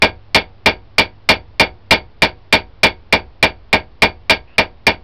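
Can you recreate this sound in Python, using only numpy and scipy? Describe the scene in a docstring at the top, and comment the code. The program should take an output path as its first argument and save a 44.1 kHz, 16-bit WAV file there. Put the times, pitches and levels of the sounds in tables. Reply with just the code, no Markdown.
"""A small hammer peens a steel rivet on a bench vise, about three even blows a second, heard close up.
Each blow is a bright noise crack over dying sines for the steel and the wooden bench that it knocks.
Bands of fast-dying noise answer as the small, dry workshop; a faint scrape falls between two blows.
Further back lie steady rumble and hiss, and a low hum that sags and fades.
The close recorder keeps little above 5 kHz and clips the loudest peaks."""
import sys
import numpy as np
from scipy import signal
from scipy.io import wavfile

SR = 44100
rng = np.random.default_rng(int(sys.argv[2]) if len(sys.argv) > 2 else 0)


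def transcribe(signal):
    """Save signal, clipped to [-1, 1], as a 16-bit WAV file at the path in sys.argv[1]."""
    frames = np.atleast_2d(signal).T
    limited = np.clip(frames, -1, 1)
    pcm = np.round(limited * 32767).astype(np.int16)
    wavfile.write(sys.argv[1], SR, pcm)


N = 222161

# Steady air of the workshop. Each row: frequency in Hz, relative density in dB per Hz.
AIR_SPECTRUM = [(20, 0), (60, -1.5), (100, -7), (150, -15), (400, -18), (950, -21.5), (1400, -28.5),
                (2800, -31), (4500, -35.5), (6000, -37.5)]
# Dense response of the workshop to a blow. Each row: frequency in Hz, relative density in dB per Hz.
ROOM_SPECTRUM = [(30, -18.5), (150, -9.5), (400, 0.5), (850, 1), (1250, -5.5), (1800, -3), (2300, -2.5),
                 (3000, 0.5), (4000, -3), (5000, -5.5), (6000, -5)]
# Decay of the workshop. Each row: frequency in Hz, time to fall by 60 dB in s.
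ROOM_DECAY = [(60, 0.53), (200, 0.27), (700, 0.14), (1500, 0.15), (3000, 0.12), (5500, 0.1)]
# Bench with the vise bolted on, plus a few long-ringing low resonances of the workshop. Each row: frequency in
# Hz, relative level in dB, time to fall by 60 dB in s.
BENCH_MODES = [(52.7, -27, 0.55), (74.5, -25.5, 0.46), (92.6, -21.5, 0.32), (151.3, -21.5, 0.14),
               (180.5, -17.5, 0.16), (227.5, -13.5, 0.15), (262.4, -21.5, 0.12), (303.7, -15.5, 0.16),
               (319.3, -17, 0.173), (365.2, -19.5, 0.24), (422, -11.5, 0.13), (465.8, -15.5, 0.153),
               (479.6, -24, 0.28), (523.3, -13.5, 0.114), (542.4, -16.5, 0.141), (606.7, -9.5, 0.124),
               (622.2, -13, 0.18), (641, -6.5, 0.11), (677.4, -15, 0.15), (705, -24, 0.186),
               (750, -22, 0.26), (796.6, -11.5, 0.15), (855.3, -15, 0.16), (890.9, -9.5, 0.14),
               (912.4, -9.5, 0.14), (936, -22.5, 0.24), (1009, -16.5, 0.164), (1032, -15, 0.1)]
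# Vise jaws and hammer head. Each row: frequency in Hz, relative level in dB, time to fall by 60 dB in s.
STEEL_MODES = [(1267.3, -18.5, 0.129), (1495, -23.5, 0.167), (1621, -18.5, 0.17), (1782, -14, 0.105),
               (1836, -16, 0.097), (2022, -19, 0.12), (2128, -13.5, 0.112), (2178.5, -6, 0.125),
               (2200.5, -10, 0.15), (2254, -10.5, 0.14), (2316, -7.5, 0.11), (2366.2, -1.1, 0.1),
               (2390.7, -5, 0.13), (2462, -18.5, 0.047), (2762, -13.5, 0.087), (2784, -10, 0.11),
               (2868, -14, 0.11), (2946, -12.5, 0.11), (3320, -18.5, 0.088), (3336, -15.5, 0.077),
               (3400, -11.5, 0.13), (3574, -16.5, 0.11), (3610, -16, 0.13), (3790, -19, 0.048),
               (4010, -20.5, 0.08), (4330, -21.5, 0.085), (4540, -19.5, 0.15), (4622, -11, 0.13),
               (4595, -18, 0.17), (4880, -23.5, 0.115)]
# Hammer blows. Each row: start in seconds, weight in dB, hardness of contact in dB.
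HAMMER_BLOWS = [(0.0205, -1.5, -0.5), (0.3469, -3, 1), (0.6598, -3.5, -1.5), (0.9826, -4.5, -.5),
                (1.2898, -1.3, 1.5), (1.5975, -2, -1), (1.9092, -1.2, 2.5), (2.2205, -3.5, -1),
                (2.526, -2.5, 1), (2.833, -2.5, 1.5), (3.1258, -3.5, -4), (3.4277, -3.5, -2.5),
                (3.729, -3.5, -5.5), (4.021, -1.6, -1.5), (4.2969, -4.5, -0.1), (4.5822, -4.5, -5),
                (4.868, -4, -3)]

# low hum: pitch and peak level at the start, then its steady fall
HUM_HZ, HUM_DB = 103.3, -44.5
HUM_SAG_HZ_PER_S, HUM_FADE_DB_PER_S = 2.3, 2
# faint scrape between two blows, as the workpiece is shifted on the vise; its pitch rises
SCRAPE_START_S, SCRAPE_LENGTH_S, SCRAPE_DB = 4.473, 0.095, -57
SCRAPE_HZ, SCRAPE_RISE_HZ_PER_S, SCRAPE_WIDTH_HZ = 2480, 4000, 300
ECHO_BUILD_S = 0.0078  # time constant of the build-up of the reflections
# the steel rings louder under a heavier and a harder blow: dB, dB per dB of weight, dB per dB of hardness
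RING_DB, RING_PER_WEIGHT, RING_PER_HARDNESS = 1.42, 0.41, 0.38
# recorder, in units of full scale
OVERLOAD, CONVERTER_OFFSET = 0.71, 0.0065
CUTOFF_HZ = 16000


def from_db(db):
    """Turns decibels into an amplitude factor."""
    return 10 ** (np.asarray(db) / 20)


def rms_one(x):
    """Scales a signal to rms 1."""
    return x / np.sqrt(np.mean(x ** 2) + 1e-20)


def at_hz(points, hz):
    """Reads a table on a log-frequency axis."""
    points = np.array(points)
    return np.interp(np.log(hz), np.log(points[:, 0]), points[:, 1])


def dying(t, t60):
    """Falls by 60 dB in t60."""
    return np.exp(-np.log(1000) * t / t60)


def filtered(x, hz, kind):
    """Second-order Butterworth filter."""
    return signal.sosfilt(signal.butter(2, hz, kind, fs=SR, output="sos"), x)


def noise_bands(spectrum, size):
    """Third-octave bands of noise that follow a spectrum, together near rms 1: centres, bands."""
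    edges = 18 * 2 ** (np.arange(27) / 3)
    centres = np.sqrt(edges[:-1] * edges[1:])
    gains = from_db(at_hz(spectrum, centres)) * np.sqrt(np.diff(edges))
    gains /= np.linalg.norm(gains)
    # neighbouring bands use different noise; the first half second lets the filters settle
    white = rng.standard_normal((2, size + SR // 2))
    bands = []
    for k, pair in enumerate(zip(edges, edges[1:])):
        bands.append(rms_one(filtered(white[k % 2], pair, "band")[-size:]))
    return centres, np.array(bands) * gains[:, None]


def hum():
    """A single low sine whose pitch sags while its level fades."""
    t = np.arange(N) / SR
    hz = HUM_HZ - HUM_SAG_HZ_PER_S * t
    level = from_db(HUM_DB - HUM_FADE_DB_PER_S * t)
    return level * np.sin(2 * np.pi * np.cumsum(hz) / SR)


def workshop_air(air_db):
    """Steady rumble and hiss: noise weighted towards the lows."""
    _, bands = noise_bands(AIR_SPECTRUM, N)
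    return from_db(air_db) * bands.sum(axis=0)


def scrape(rub_db):
    """Friction noise in a rising resonance, over a broader rub mostly below it."""
    t = np.arange(N) / SR - SCRAPE_START_S
    sliding = np.clip(np.minimum(t, SCRAPE_LENGTH_S - t) / 0.005, 0, 1)  # 5 ms fades
    hz = SCRAPE_HZ + SCRAPE_RISE_HZ_PER_S * np.clip(t, 0, SCRAPE_LENGTH_S)
    # slow noise on a sine carrier makes a narrow band around the moving pitch
    slow_noise = filtered(rng.standard_normal(N), SCRAPE_WIDTH_HZ / 2, "low")
    resonance = rms_one(slow_noise * np.sin(2 * np.pi * np.cumsum(hz) / SR))
    rub = rms_one(filtered(rng.standard_normal(N), [800, SCRAPE_HZ], "band"))
    return from_db(SCRAPE_DB) * sliding * (resonance + from_db(rub_db) * rub)


def reflections(t):
    """Dense echoes build up in milliseconds and die band by band: centres, long noise grain, envelopes."""
    hz, grain = noise_bands(ROOM_SPECTRUM, N + 2 * len(t))
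    decay = dying(t, at_hz(ROOM_DECAY, hz)[:, None])
    build_up = 1 - np.exp(-t / ECHO_BUILD_S)
    return hz, grain, decay * build_up


def ringing(modes, t, neighbour_factor):
    """One dying sine a mode, each scaled by one more power of neighbour_factor: pitches, rings."""
    hz, level_db, t60 = np.transpose(modes)[:, :, None]
    factors = neighbour_factor ** np.arange(len(modes))[:, None]
    rings = factors * from_db(level_db) * np.sin(2 * np.pi * hz * t) * dying(t, t60)
    return hz[:, 0], rings


def bench_ringing(t):
    """The bench, reached through the vise, with a few low resonances of the workshop: opposed neighbouring
    modes make them swell a little later."""
    return ringing(BENCH_MODES, t, -1)


def steel_ringing(t):
    """The steel is struck directly: its modes start in step, slightly weaker from each to the next."""
    return ringing(STEEL_MODES, t, 0.99)


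def crack(t, t60, low_hz):
    """Steel meets steel: a bright noise burst that is gone in a few hundredths of a second."""
    return filtered(rng.standard_normal(len(t)), low_hz, "high") * dying(t, t60)


def strike(blow, hz, parts, scatter_db):
    """Weight drives the lows, hardness the highs, both the ring between; parts vary with the spot hit."""
    _, weight_db, hard_db = blow
    ring_db = RING_DB + RING_PER_WEIGHT * weight_db + RING_PER_HARDNESS * hard_db
    drive = [(900, weight_db), (2100, ring_db), (2500, ring_db), (3200, hard_db)]
    spot_db = scatter_db * rng.standard_normal(len(hz))
    return from_db(at_hz(drive, hz) + spot_db) @ parts


def hammering(bench_db, steel_db, room_db, changing_db, crack_db):
    """Every blow excites the same bench, steel and room, with a contact crack of its own."""
    t = np.arange(SR // 2) / SR
    steel, bench = steel_ringing(t), bench_ringing(t)
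    hz, grain, envelopes = reflections(t)
    room = envelopes * grain[:, -len(t):]  # the same grain at every blow
    # the hands and the workpiece shift between blows, which changes the short waves most
    changing = envelopes * (hz / (hz + 700))[:, None]
    out = np.zeros(N + len(t))
    for blow in HAMMER_BLOWS:
        start_s, _, hard_db = blow
        start = round(start_s * SR)
        span = slice(start, start + len(t))
        out[span] += from_db(bench_db) * strike(blow, *bench, scatter_db=1.0)
        out[span] += from_db(steel_db) * strike(blow, *steel, scatter_db=1.74)
        out[span] += from_db(room_db) * strike(blow, hz, room, scatter_db=0.77)
        out[span] += from_db(changing_db) * strike(blow, hz, changing * grain[:, span], scatter_db=1.5)
        out[span] += from_db(crack_db + hard_db) * crack(t, t60=0.05, low_hz=1750)
    return out[:N]


def scene():
    """Background, scrape and hammering as one channel."""
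    background = hum() + workshop_air(air_db=-45.5)
    shifting = scrape(rub_db=-0.5)
    blows = hammering(bench_db=1.5, steel_db=0.5, room_db=-1.5, changing_db=-1.5, crack_db=7)
    return (background + shifting + blows)[None]


def record(dry):
    """The close recorder samples at a quarter of the rate and clips hard, then clips again at full rate."""
    coarse = signal.resample_poly(dry, 1, 4, axis=1) + CONVERTER_OFFSET
    coarse = np.clip(coarse, -OVERLOAD, OVERLOAD)
    # peaks swell between the coarse samples; clipping them splatters above 6 kHz, where little else lies
    full_rate = signal.resample_poly(coarse, 4, 1, axis=1)[:, :N]
    clipped = np.clip(full_rate, -OVERLOAD, OVERLOAD)
    lowpass = signal.firwin(241, CUTOFF_HZ, fs=SR, window="blackman")
    return signal.fftconvolve(clipped, lowpass[None], "same")


dry = scene()
out = record(dry)
transcribe(out)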